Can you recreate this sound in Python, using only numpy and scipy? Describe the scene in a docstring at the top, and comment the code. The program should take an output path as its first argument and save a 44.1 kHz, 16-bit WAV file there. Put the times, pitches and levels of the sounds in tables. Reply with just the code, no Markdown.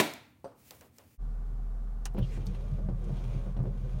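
"""Cowl panel and windscreen wipers

In a garage a plastic cowl panel clacks into place under a car's hood and rings in its modes;
a gloved hand ticks and knocks on it and a sleeve rustles. Then, inside the idling car, the wiper
stalk clicks and the motor starts: its linkage drones and judders through the body's resonances,
while the blades swish by friction over wet glass and flop over at the turns of the stroke."""
import sys
import numpy as np
from scipy import signal
from scipy.fft import rfft, irfft
from scipy.io import wavfile
from scipy.ndimage import uniform_filter1d

SR = 44100
rng = np.random.default_rng(int(sys.argv[2]) if len(sys.argv) > 2 else 0)


def materialize(psi):
    """Save the field psi as 16-bit PCM at rate SR to the path in sys.argv[1].

    A 1-D psi becomes a single channel; in a 2-D psi each row is a channel.
    """
    bounded = np.clip(np.atleast_2d(psi).T, -1, 1)
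    quanta = np.round(bounded * 32767).astype(np.int16)
    wavfile.write(sys.argv[1], SR, quanta)


N = 176400
T = np.arange(N) / SR
HZ = np.maximum(np.fft.rfftfreq(N, 1 / SR), 1)


def from_db(db):
    """Amplitude ratio of a level in decibels."""
    return 10 ** (np.asarray(db) / 20)


def unit_rms(x):
    """Normalisation to unit mean power."""
    return x / np.sqrt(np.mean(x ** 2) + 1e-20)


def at_hz(points, hz):
    """Interpolation on a logarithmic frequency axis."""
    freqs, values = np.transpose(points)
    return np.interp(np.log(hz), np.log(freqs), values)


def noise(gain):
    """Spectral shaping: white noise weighted by a gain per frequency, at unit power."""
    return unit_rms(irfft(rfft(rng.standard_normal(N)) * gain, N))


def colour(points):
    """Spectral envelope through (freq_hz, level_db) points, falling 24 dB per octave below the first."""
    return from_db(at_hz(points, HZ)) * np.minimum(HZ / points[0][0], 1) ** 4


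def hump(hz, half_width_octaves):
    """Gain of one broad resonance, symmetric in log frequency."""
    return 1 / (1 + (np.log2(HZ / hz) / half_width_octaves) ** 2)


def resonances(peaks):
    """Gain of superposed Lorentzian peaks (centre_hz, width_hz, level_db)."""
    return sum(from_db(db) / (1 + (2 * (HZ - hz) / width) ** 2) for hz, width, db in peaks)


def drift(rate_hz):
    """Random modulation: low-pass noise of unit power."""
    return noise(1 / (1 + (HZ / rate_hz) ** 2) ** 2)


def decay(hits, t60_s, attack_s=0.00017):
    """Exponential decay after blows (start_s, level_db); being incoherent, they add in power."""
    power = 0
    for start, db in hits:
        age = np.maximum(T - start, 0)
        rise = 1 - np.exp(-age / attack_s)
        power += (rise * from_db(db - np.minimum(60 * age / t60_s, 200))) ** 2
    return np.sqrt(power)


def swell(peak_s, db, sigma_s):
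    """Gaussian envelope of a brief rise and fall."""
    return from_db(db) * np.exp(-.5 * ((T - peak_s) / sigma_s) ** 2)


def ring(hits, modes):
    """Modal response: impulses (start_s, level_db) excite damped modes (pitch_hz, level_db, t60_s)."""
    impulses, ringing = np.full(N, 1e-18), 0
    for start, db in hits:
        impulses[int(start * SR)] += from_db(db)
    for hz, db, t60 in modes:
        radius, angle = from_db(-60 / (t60 * SR)), 2 * np.pi * hz / SR
        poles = [1, -2 * radius * np.cos(angle), radius ** 2]
        ringing += from_db(db) * signal.lfilter([0, np.sin(angle)], poles, impulses)
    return ringing


def reflected(direct, count=8, joint_db=-6, longest_s=0.02):
    """Comb filtering: early reflections from glass and trim interfere with the direct sound."""
    total = direct.copy()
    for delay, polarity in rng.random((count, 2)):
        lag = int((.1 + .9 * delay) * longest_s * SR) + 1
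        total[lag:] += np.sign(polarity - .5) * from_db(joint_db) / np.sqrt(count) * direct[:-lag]
    return total / np.sqrt(1 + from_db(joint_db) ** 2)


def garage_reverb(hits, spectrum):
    """Reverberation: the diffuse field of each blow decays at its own rate in each octave."""
    # reverberation time of the garage: freq_hz, t60_s
    reverb_times = [(150, 0.54), (600, 0.4), (2500, 0.55), (6000, 0.41), (14000, 0.35)]
    diffuse = rfft(noise(colour(spectrum)))
    centres = 125 * 2. ** np.arange(8)
    octave = np.log2(np.clip(HZ, centres[0], centres[-1]))
    tail = 0
    for hz in centres:
        band = irfft(diffuse * np.maximum(1 - abs(octave - np.log2(hz)), 0), N)
        tail += band * decay(hits, at_hz(reverb_times, hz), attack_s=0.0082)
    return tail


def panel_clack():
    """Impact excitation: the panel snaps home, cracks and rings; it is too small to radiate bass."""
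    # spectrum of the impact: freq_hz, level_db
    spectrum = [(130, -4.5), (170, -11.5), (270, -6), (380, -8), (470, -9), (600, -5), (920, -6.5),
                (1200, -14.5), (1700, -14), (2270, -11), (2990, -17.5), (3770, -13.5), (4960, -21.5),
                (8060, -23.5), (15500, -27)]
    # modes of the panel: pitch_hz, level_db, t60_s
    modes = [(172.8, -11.5, .22), (219, -1.5, 0.16), (303, -0.5, .25), (374, 10, 0.072), (562.5, -6.5, 0.3),
             (628, 5.5, 0.069), (761, -12.5, 0.19), (960, -4, 0.16), (1103, -7, 0.1), (1384, -19, 0.52),
             (2330, -8.5, .25), (2710, -15.5, 0.16), (3680, -16.5, .2), (4169, -16.5, .18)]
    crack = noise(colour(spectrum)) * decay([(0, -14.5)], t60_s=.06)
    clack = crack + ring([(0, -27)], modes) + garage_reverb([(0, -28.5)], spectrum)
    return signal.sosfilt(signal.butter(4, 135, "high", fs=SR, output="sos"), clack)


def garage_air():
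    """Ambient noise: a steady rumble, strongest in the bass."""
    # background of the garage: freq_hz, level_db
    spectrum = [(30, -23), (65, 0.5), (105, 2), (170, -7), (260, -3.5), (450, -21), (1000, -25.5),
                (4000, -42), (15000, -43)]
    return from_db(-63.5) * noise(colour(spectrum))


def plastic_ticks():
    """Light impacts: a brief contact sounds bright, and the panel's body rings on lower."""
    # touches on the plastic: start_s, contact_db, body_db
    ticks = [(.136, -35, -63), (.708, -35.5, -53.5), (.810, -47, -55), (.984, -43, -57)]
    # spectrum of the contact: freq_hz, level_db
    contact_spectrum = [(500, -21), (1500, -4.5), (3500, -5), (5700, 1.5), (7500, -0.5), (9500, -8),
                        (13000, -11), (15000, 0.5)]
    # spectrum of the body's ring: freq_hz, level_db
    body_spectrum = [(150, -9), (500, 7.5), (1300, -3.5), (3000, -10.5), (8000, -24)]
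    contact = noise(colour(contact_spectrum)) * decay([(s, db) for s, db, _ in ticks], t60_s=0.015)
    body = noise(colour(body_spectrum)) * decay([(s, db) for s, _, db in ticks], t60_s=0.31)
    return contact + body


def sleeve_rustle():
    """Friction noise: sliding cloth hisses with a quickly fluctuating level."""
    # course of the rustle: time_s, level_db
    levels = [(.25, -74.5), (.33, -78), (.42, -79), (.54, -80), (.6, -63.5), (.69, -57.5), (.78, -62),
              (.86, -67), (.91, -76.5), (.97, -65), (1.03, -67.5), (1.15, -66.5)]
    # spectrum of the cloth: freq_hz, level_db
    spectrum = [(400, -2), (700, -2.5), (1500, -6.5), (2300, 1), (3200, -4.5), (4100, -4), (8000, -3),
                (12000, -2), (15000, 1)]
    hiss = noise(colour(spectrum))
    return reflected(hiss * from_db(np.interp(T, *np.transpose(levels)) + 1.2 * drift(90)))


def hand_knock():
    """Soft impact: a gloved hand excites mainly the panel's low modes, so the knock is dull."""
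    # blows of one short rattle: start_s, level_db
    knocks = [(.4437, -45.5), (.4497, -42.5), (.4585, -43), (.473, -53)]
    # modes under the hand: pitch_hz, level_db, t60_s
    modes = [(274, -12.5, 0.32), (449, -9, 0.16), (537, -1, 0.13), (560, 1.5, 0.081), (691, -6.5, 0.11),
             (860, -7.5, 0.065), (1290, -29, 0.035), (4670, -30, .08), (5950, -25, .08), (8500, -29, .09)]
    # spectrum of the blows: freq_hz, level_db
    spectrum = [(150, -15), (270, -2), (550, 2.5), (800, -4.5), (1400, -8), (1900, -26), (2700, -25.5),
                (3600, -30), (4700, -27.5), (7000, -37), (8600, -30), (12000, -39), (15000, -42)]
    reverb = from_db(-11.5) * garage_reverb(knocks, spectrum)
    contact = from_db(5.5) * noise(colour(spectrum)) * decay(knocks[:1], t60_s=0.053)
    return ring(knocks, modes) + reverb + contact


def rotor_tone(hz, db, waver_rad, swing_db, rate_hz):
    """Periodic forcing: a rotating part's tone, randomly modulated in level and phase."""
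    amplitude = np.sqrt(2) * from_db(db + swing_db * drift(rate_hz))
    return amplitude * np.sin(2 * np.pi * hz * T + waver_rad * drift(rate_hz))


def engine_idle():
    """Line spectrum over noise: the firing throb and faint accessory tones stand above the cabin's air."""
    # tones of the accessories: pitch_hz, level_db
    tones = [(116, -58.5), (140.5, -55), (215.3, -64), (253, -71), (339, -79.5), (387.6, -74),
             (1174, -77.5)]
    # background of the cabin: freq_hz, level_db
    air_spectrum = [(41, -28.5), (70, -4), (141, -10.5), (260, -15), (304, -24.5), (399, -21), (500, -22),
                    (585, -29), (717, -21.5), (899, -28.5), (1210, -28.5), (1350, -33), (1510, -30.5),
                    (1620, -36.5), (2540, -46), (9220, -52.5), (15500, -56)]
    accessories = sum(rotor_tone(hz, db, waver_rad=1, swing_db=3, rate_hz=15) for hz, db in tones)
    firing = rotor_tone(hz=39.6, db=-33.5, waver_rad=.06, swing_db=.5, rate_hz=2)
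    return firing + accessories + from_db(-52) * noise(colour(air_spectrum))


def stalk_clicks():
    """Transient excitation: each snap of stalk or linkage sets a hollow plastic housing ringing."""
    # clicks: start_s, level_db, centre_hz, half_width_octaves, housing_db
    clicks = [(2.0545, -36, 6040, 0.66, -39), (2.139, -66, 12000, .6, -68), (2.185, -55, 13500, .4, -51),
              (2.364, -63, 3000, .4, -55), (2.46, -59, 12800, .35, -85), (2.467, -48, 4830, 0.53, -76),
              (2.547, -56, 3000, 0.37, -53), (3.042, -62.5, 7000, .4, -90), (3.566, -66, 3484, .3, -56.5),
              (3.63, -68, 8500, .8, -80)]
    # resonances of the housing: centre_hz, width_hz, level_db
    housing_peaks = [(870, 250, 2.5), (1250, 140, -13.5), (1540, 210, -1.5), (1940, 330, -7),
                     (2670, 300, -7), (2930, 460, -9), (4120, 500, -10.5), (5620, 200, -9),
                     (8800, 320, -16)]
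    # its hollow modes: pitch_hz, level_db, t60_s
    hollow_modes = [(813, -3.5, 0.056), (1036, -12, .05), (1786, -10, 0.03)]
    snaps = 0
    for start, db, hz, octaves, _ in clicks:
        onset = decay([(start, db + 7.5)], t60_s=0.0071, attack_s=0.00075)
        tail = decay([(start, db)], t60_s=0.048, attack_s=0.0022)
        snaps += noise(hump(hz, octaves)) * (onset + tail)
    blows = [(start + 0.0021, housing_db) for start, *_, housing_db in clicks]
    housing = noise(resonances(housing_peaks)) * decay(blows, t60_s=0.071, attack_s=0.00072)
    return snaps + housing + from_db(2.5) * ring(blows, hollow_modes)


def wet_rubber(drops_per_s=160, drops_db=-5):
    """Friction hiss plus shot noise: droplets crackle at random as the rubber sweeps them away."""
    # spectrum of rubber on wet glass: freq_hz, level_db
    spectrum = [(300, 8.5), (700, -1.5), (1200, 0), (1750, -12), (2300, -0.5), (2750, -4.5), (3300, -2.5),
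                (4800, -11), (6500, -9), (7700, -18.5), (9200, -12.5), (10500, -24), (15000, -27)]
    drops = unit_rms((rng.random(N) < drops_per_s / SR) * rng.standard_normal(N))
    excitation = rng.standard_normal(N) + from_db(drops_db) * drops
    return unit_rms(irfft(rfft(excitation) * colour(spectrum), N))


def wiper_blades():
    """Sliding friction: swish and rub grow with the blades' speed; the rubber catches here and there."""
    # the blades start or turn round: time_s
    turns = [2.13, 2.91, 3.61, 4.35]
    # swish at the middle of each stroke: level_db
    swish_db = [-63, -61, -64.5]
    # rub at the middle of each stroke: level_db
    rub_db = [-61.5, -55, -63]
    # low rubbing of the arms: freq_hz, level_db
    rub_spectrum = [(300, 1), (420, 1), (600, 0.5), (900, -5), (1500, -13), (3000, -38.5)]
    # rubber catching or ploughing through water: peak_s, level_db, sigma_s, centre_hz, half_width_octaves
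    catches = [(2.184, -54.5, .008, 2730, 0.36), (2.235, -55.5, .015, 3050, 0.19),
               (2.27, -66, 0.038, 4200, 0.64), (2.332, -59, 0.033, 2140, 0.44),
               (2.345, -64.5, 0.028, 6500, 0.51), (2.42, -66, .012, 2700, .3),
               (3.185, -64, 0.015, 3095, 0.26), (3.35, -64.5, 0.044, 2300, .5)]
    progress = np.array([np.clip((T - start) / (end - start), 0, 1) for start, end in zip(turns, turns[1:])])
    strokes = abs(np.sin(np.pi * progress)) ** 0.99   # nearly proportional to speed
    swish = wet_rubber() * (from_db(swish_db) @ strokes) * from_db(drift(130))   # 1 dB of grain
    rub = noise(colour(rub_spectrum)) * (from_db(rub_db) @ strokes)
    scuffs = sum(noise(hump(hz, octaves)) * swell(s, db, sigma) for s, db, sigma, hz, octaves in catches)
    return reflected(swish + rub + scuffs)


def wiper_drive(start_s=2.14, rise_s=0.019, drone_db=-43.5):
    """Forced vibration: motor and gears drone through the body; the whine is harmonics of the speed."""
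    # resonances of the car's body: centre_hz, width_hz, level_db
    body_peaks = [(57.5, 48, -13.5), (95, 11.5, -10), (122.2, 9.7, -2.5), (137.5, 18.6, -7),
                  (185.9, 10.6, -7.5)]
    # judders of the linkage: peak_s, level_db
    judders = [(2.224, -26), (2.395, -36), (2.492, -34), (2.736, -31), (2.86, -34.5), (2.935, -33.5),
               (3.129, -31.5), (3.277, -36), (3.368, -32), (3.505, -37.5), (3.611, -27.5), (3.689, -34),
               (3.85, -36), (3.96, -33)]
    # the motor slows under load and speeds up as the blades turn: time_s, speed_rev_per_s
    speeds = [(2.14, 33), (2.22, 49), (2.38, 35), (2.52, 39.3), (2.7, 51.3), (2.81, 48.5), (2.9, 53),
              (3.0, 42), (3.09, 36.7), (3.23, 42), (3.32, 48), (3.38, 44), (3.48, 46), (3.68, 46.6),
              (3.8, 39.5), (3.9, 42), (4.0, 52.3)]
    # whine of gears and commutator: multiple_of_speed, level_db
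    orders = [(4, -59), (6, -80), (9, -60.5), (12, -58.5), (24, -72.5)]
    # spectrum of the gear noise: freq_hz, level_db
    gear_spectrum = [(70, 17.5), (150, 4), (230, 8), (310, -10.5), (400, -7), (560, -17), (800, -25.5),
                     (1300, -25), (2000, -24.5), (6000, -53)]
    analytic = signal.hilbert(noise(resonances(body_peaks)))
    local_power = uniform_filter1d(abs(analytic) ** 2, size=1500)
    drone = unit_rms(analytic.real / np.sqrt(local_power + 1e-6))   # evened out so the judders stand clear
    judder_power = sum(swell(s, db, sigma_s=0.019) ** 2 for s, db in judders)
    drone *= np.sqrt(from_db(drone_db) ** 2 + judder_power)
    speed = np.interp(T, *np.transpose(speeds)) * (1 + .04 * drift(64.7))
    shaft_angle = 2 * np.pi * np.cumsum(speed) / SR
    whine = sum(from_db(db + 4 * drift(22)) * np.sin(order * shaft_angle) for order, db in orders)
    gears = noise(colour(gear_spectrum)) * from_db(-49 + 0.5 * drift(25))
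    running = np.clip((T - start_s) / rise_s, 0, 1)
    return running * (drone + whine + gears)


def blade_flops():
    """Structure-borne impacts: the linkage and the blades flopping over thud and ring the cowl."""
    # thuds, mostly at the start and near the turns: start_s, level_db
    flops = [(2.148, -43), (2.168, -43), (2.183, -36), (2.203, -52), (2.376, -47), (2.785, -46.5),
             (2.888, -40), (3.07, -52), (3.095, -45), (3.35, -48), (3.465, -47), (3.567, -46),
             (3.591, -42.5), (3.603, -43.5), (3.639, -45.5), (3.656, -42), (3.672, -47)]
    # spectrum of a thud: freq_hz, level_db
    spectrum = [(100, -35), (190, -7.5), (300, -8), (370, -0.5), (540, 0), (750, -11), (1200, -20.5),
                (2000, -34), (5000, -40), (15000, -66)]
    # modes of the cowl: pitch_hz, level_db, t60_s
    cowl_modes = [(195.2, 14, 0.067), (272, 0, 0.17), (352.4, -2, 0.19), (427, -4, 0.087), (515, -20, 0.14),
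                  (536.6, -16.5, 0.39), (669, -4.5, 0.06), (739, -12, 0.043)]
    thuds = noise(colour(spectrum)) * decay(flops, t60_s=.13, attack_s=.002)
    return thuds + from_db(-1.5) * ring(flops, cowl_modes)


def scene(change_s=1.178, fade_s=0.041, ceiling=0.3):
    """Superposition of the sources in two spaces: the garage fades out, then the cabin fades in."""
    garage = panel_clack() + garage_air() + plastic_ticks() + sleeve_rustle() + hand_knock()
    garage = ceiling * np.tanh(garage / ceiling)   # the clack overloads a little
    garage = signal.sosfilt(signal.butter(3, 55, "high", fs=SR, output="sos"), garage)
    cabin = engine_idle() + stalk_clicks() + wiper_blades() + wiper_drive() + blade_flops()
    change = (T - change_s) / fade_s
    return (garage * np.clip(-change, 0, 1) + cabin * np.clip(change, 0, 1))[None]


def record(dry, cutoff_hz=15900, fade_s=.006):
    """Band limiting: a steep low-pass cuts the top, and a short fade ends the sound without a click."""
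    low_pass = signal.ellip(10, .1, 80, cutoff_hz, fs=SR, output="sos")
    return signal.sosfilt(low_pass, dry) * np.minimum((T[-1] - T) / fade_s, 1)


dry = scene()
out = record(dry)
materialize(out)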